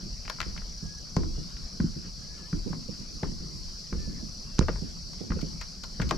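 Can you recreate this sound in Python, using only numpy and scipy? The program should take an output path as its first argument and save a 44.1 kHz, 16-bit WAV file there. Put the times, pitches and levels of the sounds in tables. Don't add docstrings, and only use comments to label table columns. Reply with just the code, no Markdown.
import sys
import numpy as np
from scipy import signal
from scipy.fft import rfft, irfft, next_fast_len
from scipy.io import wavfile
from scipy.ndimage import uniform_filter1d, map_coordinates

SR = 44100
rng = np.random.default_rng(int(sys.argv[2]) if len(sys.argv) > 2 else 0)


def bounce(signal):
    frames = np.transpose(np.atleast_2d(signal))
    limited = np.clip(frames, -1, 1)
    pcm = np.round(limited * 32767).astype(np.int16)
    wavfile.write(sys.argv[1], SR, pcm)


N = 272405


def amp(db):
    return 10 ** (np.asarray(db) / 20)


def unit(x):
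    return x / np.sqrt(np.mean(x ** 2) + 1e-20)


def along(points, hz):
    f, v = np.transpose(points)
    return np.interp(np.log(hz + 1), np.log(f + 1), v)


def wobble(rate):
    knots = rng.standard_normal(int(N * rate / SR) + 4)
    return map_coordinates(knots, [np.arange(N) * rate / SR])


def filtered(x, response):
    n = x.shape[-1]
    m = next_fast_len(n + SR // 8)
    return irfft(rfft(x, m) * response(np.fft.rfftfreq(m, 1 / SR)), m)[..., :n]


def dull(x, hz):
    return signal.sosfilt(signal.butter(4, hz, fs=SR, output="sos"), x)


def rung(push, modes, scatter_db=0):
    gains = amp(scatter_db * rng.standard_normal(len(modes)))

    def body(f):
        total = 0
        for k, (gain, (center, width, db)) in enumerate(zip(gains, modes)):
            resonance = 1j * f * width / (center * center - f * f + 1j * f * width)
            total = total + (-1) ** k * gain * amp(db) * resonance
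        return total

    ring = filtered(push, body)
    return ring / np.abs(ring).max()


def rush(spectrum, alike, patchy_db):
    z = signal.stft(rng.standard_normal((2, N)), nperseg=512)[2]
    field = uniform_filter1d(rng.standard_normal(z.shape[1:]), size=5, axis=0)
    field = uniform_filter1d(field, size=8, axis=1)
    pair = signal.istft(z * amp(patchy_db * unit(field)), nperseg=512)[1][:, :N]
    turn = np.arccos(np.clip(alike, -1, 1)) / 2
    colored = filtered(pair, lambda hz: amp(along(spectrum, hz)))
    mid, side = colored * [[np.cos(turn)], [np.sin(turn)]]
    return unit(np.array([mid + side, mid - side]))


# pitch_hz, relative level_db
INSECT_SPECTRUM = [(1940, -94), (3300, -29.5), (3790, -13), (4520, 4.5), (5710, 2.5), (6080, -5),
                   (6430, -11.5), (7620, -15.5), (8380, -23), (10400, -25.5), (12100, -26), (13400, -47),
                   (14000, -70)]
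# pitch_hz, lean_db (added on the left, taken off on the right)
TREBLE_LEFT = [(7000, 0.8), (12000, 3.5)]
INSECTS_DB = -44.5


def insects():
    shimmer_db = .5 * wobble(13) + 0.094 * wobble(45) + 0.39 * wobble(1.0)
    chorus = amp(INSECTS_DB + shimmer_db) * rush(INSECT_SPECTRUM, alike=0.61, patchy_db=0.99)
    return filtered(chorus, lambda hz: amp(along(TREBLE_LEFT, hz) * [[1], [-1]]))


def pulsing(rate_hz, drift):
    turns = np.cumsum(rate_hz * (1 + drift * wobble(2))) / SR
    return unit(np.sin(np.pi * turns) ** 4)


# pitch_hz, half_width_hz, pulses per second, level_db (before a slow wobble)
TRILL = (5842, 254, 35.5, -59)
LONE = (9300, 150, 58.5, -77)
LONE_FROM_S, LONE_TO_S = 1.8, 5.3


def crickets(hz, half_width, rate_hz, db):
    band = [(hz - 2 * half_width, -40), (hz - half_width, 0), (hz + half_width, 0), (hz + 2 * half_width, -40)]
    level = amp(db + 2.5 * wobble(3.08))
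    return level * pulsing(rate_hz, drift=0.0604) * rush(band, alike=0.66, patchy_db=3.5)


def lone_insect():
    progress = np.clip((np.arange(N) / SR - LONE_FROM_S) / (LONE_TO_S - LONE_FROM_S), 0, 1)
    return np.sin(np.pi * progress) * crickets(*LONE)


# pitch_hz, relative level_db
TREE_SPECTRUM = [(350, -44), (408, -7), (858, -2.5), (1200, 1), (1860, -5.5), (2920, -5), (3580, -5),
                 (4000, -15), (5200, -71)]
TREES_DB = -59.5


def trees():
    level = amp(TREES_DB + 0.95 * wobble(14))
    return level * rush(TREE_SPECTRUM, alike=0.22, patchy_db=3.0) * amp([[.7], [-.7]])


# pitch_hz, relative level_db
SWAY_SPECTRUM = [(8.8, -62), (15, 1), (38, 5.5), (86, -8.5), (110, -18), (240, -120)]
# pitch_hz, relative level_db
TREMOR_SPECTRUM = [(41, -80), (70, -9.5), (112, -3.5), (183, 1.5), (222, -3.5), (275, -12), (700, -23),
                   (910, -40.5), (1540, -120)]
SWAY_DB, TREMOR_DB = -43.5, -47


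def span():
    sway = amp(SWAY_DB + 0.41 * wobble(23.5)) * rush(SWAY_SPECTRUM, alike=0.85, patchy_db=3.0)
    tremor = amp(TREMOR_DB + 0.25 * wobble(14)) * rush(TREMOR_SPECTRUM, alike=0.49, patchy_db=3.0)
    return sway + tremor


def near(modes, hz, slope_db):
    return [(c, w, db - slope_db * abs(np.log2(c / hz))) for c, w, db in modes]


# start_s, level_db, pitch_hz, brightness_db (bright edge against the snap)
SCRAPES = [(0.249, -40.5, 2100, -16), (5.129, -44.5, 1140, 6), (5.41, -37.5, 3200, 5),
           (5.61, -30, 1606, 0.5), (5.834, -35, 1090, 6.5), (6.014, -26.5, 1770, -2.5),
           (6.089, -30, 3900, 4.5)]
CRACKS = [(0.278, -28, 1900, -10), (0.2975, -22.5, 1320, 0.5), (0.385, -35, 1350, -29),
          (0.403, -18.5, 1600, -2.5), (0.4135, -24.5, 2100, 1.5), (0.428, -29.5, 2080, -21),
          (0.563, -37.5, 1350, -25), (0.576, -33, 2200, -9), (0.617, -39.5, 1360, -20),
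          (1.165, -19, 1030, -5), (1.233, -34.5, 1020, -22), (1.567, -39, 2300, -3),
          (1.801, -28, 1250, -30), (2.528, -33, 1400, -21), (2.728, -31.5, 920, -24),
          (3.231, -25, 1130, -32), (3.926, -29, 1180, -20), (4.584, -29.5, 2700, -6),
          (4.609, -23, 1180, -26), (4.624, -32, 1500, -20), (4.683, -18.5, 1290, -11),
          (4.691, -24, 600, -22), (4.758, -36.5, 1240, -25), (5.304, -31, 1500, -27),
          (5.318, -25.5, 1400, -29), (5.388, -36, 1290, -20), (5.998, -24.5, 1290, -31),
          (6.109, -14.5, 1100, -3.5), (6.12, -22, 690, -27)]
# pitch_hz, width_hz, level_db
SNAP = [(563, 380, 13), (1012, 230, 11.5), (1416, 320, 10), (2076, 1050, 7), (3360, 4100, 3.5)]
# pitch_hz, width_hz, level_db
GRIT = [(4370, 740, 30.5), (7570, 2700, 15.5), (11600, 13000, 9.5)]
SNAP_T60_S, SCRAPE_T60_S = .012, .04


def cracks(events, t60, rise_s, first):
    out, t = np.zeros((2, N + SR)), np.arange(SR // 8) / SR
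    for s, db, hz, bright_db in events:
        shared, left, right = rng.standard_normal((3, len(t)))
        noise = shared + 0.75 * np.array([left, right])
        splinters = amp(3.94 * rng.standard_normal(len(t)))
        fade = amp(-60 * t / t60) + amp(-17.5 - 60 * t / 0.105)
        slips = (1 - np.exp(-t / rise_s)) * fade * splinters * noise
        slips[:, 30] -= first * np.abs(slips).max()
        snap = rung(dull(slips, hz=4400), near(SNAP, hz, slope_db=9.5)) * amp([[2.2], [-3]])
        quick = dull(slips * amp(-60 * t / 0.1), hz=11200)
        edge = rung(quick, GRIT, scatter_db=1) * amp([[3], [-5]])
        out[:, round(s * SR):][:, :len(t)] += amp(db) * (snap + amp(bright_db) * edge)
    return out[:, :N]


def trunks(x):
    t = np.arange(SR // 4) / SR
    boards = dull(rng.standard_normal((2, len(t))), hz=1820) * amp(-60 * t / 0.087)
    far = amp(-12.0 - 60 * t / 0.47) * rng.standard_normal((2, len(t)))
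    tail = (boards + far) * (t > .004)
    return signal.fftconvolve(x, tail / np.linalg.norm(tail[0]), axes=1)[:, :N]


# start_s, level_db (of the blow), left_over_right_db,
# hardness_db (knock against blow; also brightens the blow), ring_s (base time, stretched for each part)
THUDS = [(0.461, -37.5, -17.5, -3, 0.06), (0.824, -28, -10, -22, 0.085), (1.164, -12, -0.5, -15, 0.14),
         (1.377, -30, -16, -10, 0.085), (1.799, -12.5, -0.5, -17.5, 0.081), (1.838, -9, 1, -39, 0.036),
         (1.959, -24.5, 1, -25, 0.03), (2.527, -17, 0, -26, 0.062), (2.661, -27, -16, -4.5, 0.076),
         (2.7, -24, -3, -12, 0.035), (2.731, -29, -1, -14, 0.16), (2.886, -30, -18, -8, 0.042),
         (3.228, -21, 0, -5.5, 0.1), (3.288, -30, -4, -8, 0.12), (3.403, -31.5, -3, -31, 0.28),
         (3.923, -25, 0, -9.5, 0.27), (4.073, -28.5, -8, -13.5, 0.15), (4.226, -28.5, -9, -18, 0.05),
         (4.608, -19, 1, -5.5, 0.084), (4.685, -23.5, 1, 0, 0.1), (4.818, -30, -17.5, -7, 0.099),
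         (5.206, -33.5, -16, -3.5, 0.19), (5.301, -19.5, -3.5, -10, 0.16), (5.361, -31, -10, 0, 0.081),
         (5.425, -23.5, -13, -10.5, 0.1), (5.996, -17.5, 0, -7, 0.15), (6.112, -29.5, 1, 3.5, 0.17)]
# pitch_hz, width_hz, level_db
DECK = [(107, 87, -16.5), (163, 24.8, -0.5), (214, 55.3, -6.5), (324.5, 88, -12.5)]
# pitch_hz, width_hz, level_db
BOARD = [(330, 168, 8), (540, 180, 3), (740, 240, -12)]
SHUDDER_DB, SHUDDER_GROWS = -15.5, 0.58


def thuds():
    out, t = np.zeros((2, N + SR)), np.arange(SR // 3) / SR
    for s, db, pan_db, hard_db, t60 in THUDS:
        push = -t / .0008 * np.exp(-t / 0.0012)
        soft_push = dull(push, hz=1200 * 2 ** (hard_db / 20))
        blow = rung(soft_push, DECK, scatter_db=2.0) * amp(-60 * t / (3 * t60))
        grit = amp(8.0 * rng.standard_normal(len(t)))
        scuff = amp(-60 * t / (1.44 * t60)) * grit * rng.standard_normal((2, len(t)))
        blended = scuff + 0.55 * scuff[::-1]
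        knock = rung(dull(blended, hz=643), BOARD, scatter_db=3.0)
        rattle = (1 - np.exp(-t / 0.0048)) * amp(-60 * t / (4 * t60)) * rng.standard_normal((2, len(t)))
        shudder = rung(dull(rattle, hz=415), DECK, scatter_db=2.0)
        both = (blow + amp(hard_db) * knock) * amp([[pan_db / 2], [-pan_db / 2]])
        step = amp(db) * both + amp(SHUDDER_DB + SHUDDER_GROWS * db) * shudder
        out[:, round(s * SR):][:, :len(t)] += step
    return out[:, :N]


# start_s, peak_db
WEIGHT = [(0.461, -27.5), (0.825, -31), (1.163, -22.5), (1.798, -25), (2.525, -25.5), (3.229, -26),
          (3.599, -29), (3.922, -24), (4.61, -19), (5.297, -22.5), (5.997, -23.5)]
# pitch_hz, width_hz, level_db
LURCH = [(32.7, 36.5, 2), (53.5, 74, -4)]


def lurches():
    out, t = np.zeros((2, N + SR)), np.arange(SR // 3) / SR
    for s, db in WEIGHT:
        shared, left, right = rng.standard_normal((3, len(t)))
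        noise = shared + 0.7 * np.array([left, right])
        weight = dull(amp(-60 * t / 0.89) * noise, hz=105.0)
        out[:, round(s * SR):][:, :len(t)] += amp(db) * rung(weight, LURCH, scatter_db=4.0)
    return out[:, :N]


# start_s, length_s, first_hz, last_hz,
# level_db (before swell, dips and pan)
WHISTLES = [(0.755, 0.26, 1660, 1666, -63.5), (1.24, 0.6, 3300, 4140, -67), (1.33, 0.22, 2880, 2860, -70),
            (2.2, 0.29, 1670, 1715, -65), (3.965, 0.3, 1760, 1700, -64.5), (4.43, 0.15, 2800, 2690, -66)]
EDGE_S, WHISTLE_PAN_DB = .03, 4
GLIDE_SHARE = .85


def whistles():
    out = np.zeros(N)
    waver_hz, dips_db = 24 * wobble(55), -5.5 * abs(wobble(26))
    for s, length, first_hz, last_hz, db in WHISTLES:
        t = np.arange(round(length * SR)) / SR
        now = slice(round(s * SR), round(s * SR) + len(t))
        glide = np.sin(np.pi / 2 * np.minimum(t / length / GLIDE_SHARE, 1)) ** 2
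        effort = t / length if last_hz > first_hz else 1 - t / length
        hz = first_hz + (last_hz - first_hz) * glide + waver_hz[now]
        edges = np.clip(np.minimum(t, length - t) / EDGE_S, 0, 1)
        shape = (0.59 + 1.3 * effort) * (hz / first_hz) ** 3 * edges
        tone = np.sqrt(2) * np.sin(2 * np.pi * np.cumsum(hz) / SR)
        out[now] += amp(db + dips_db[now]) * shape * tone
    return out * amp([[WHISTLE_PAN_DB], [-WHISTLE_PAN_DB]])


# start_s, click_db, push_db (both before panning)
POP = (4.5915, -10, -7.5)
# pitch_hz, width_hz, level_db
CLICK = [(950, 380, 4), (3990, 240, 0), (6020, 1650, -1.7)]
# pitch_hz, width_hz, level_db
PUSH = [(50.6, 13.6, 2.5), (170, 96, -3.5)]


def pop():
    s, click_db, push_db = POP
    out, hit = np.zeros((2, N)), np.eye(1, SR // 8)[0]
    click = rung(dull(-hit, hz=6600), CLICK) * amp([[-9], [3]])
    push = rung(dull(np.gradient(hit), hz=480), PUSH) * amp([[-3], [2.5]])
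    out[:, round(s * SR):][:, :len(hit)] = amp(click_db) * click + amp(push_db) * push
    return out


def scene():
    woods = insects() + crickets(*TRILL) + lone_insect() + trees()
    scrapes = cracks(SCRAPES, SCRAPE_T60_S, rise_s=0.0077, first=0.25)
    snaps = scrapes + cracks(CRACKS, SNAP_T60_S, rise_s=0.00095, first=1.22)
    echo = amp(-13.5) * trunks(snaps)
    return woods + span() + snaps + echo + thuds() + lurches() + whistles() + pop()


TOP_HZ = 15020


def record(dry):
    return filtered(dry, lambda hz: hz < TOP_HZ)


dry = scene()
out = record(dry)
bounce(out)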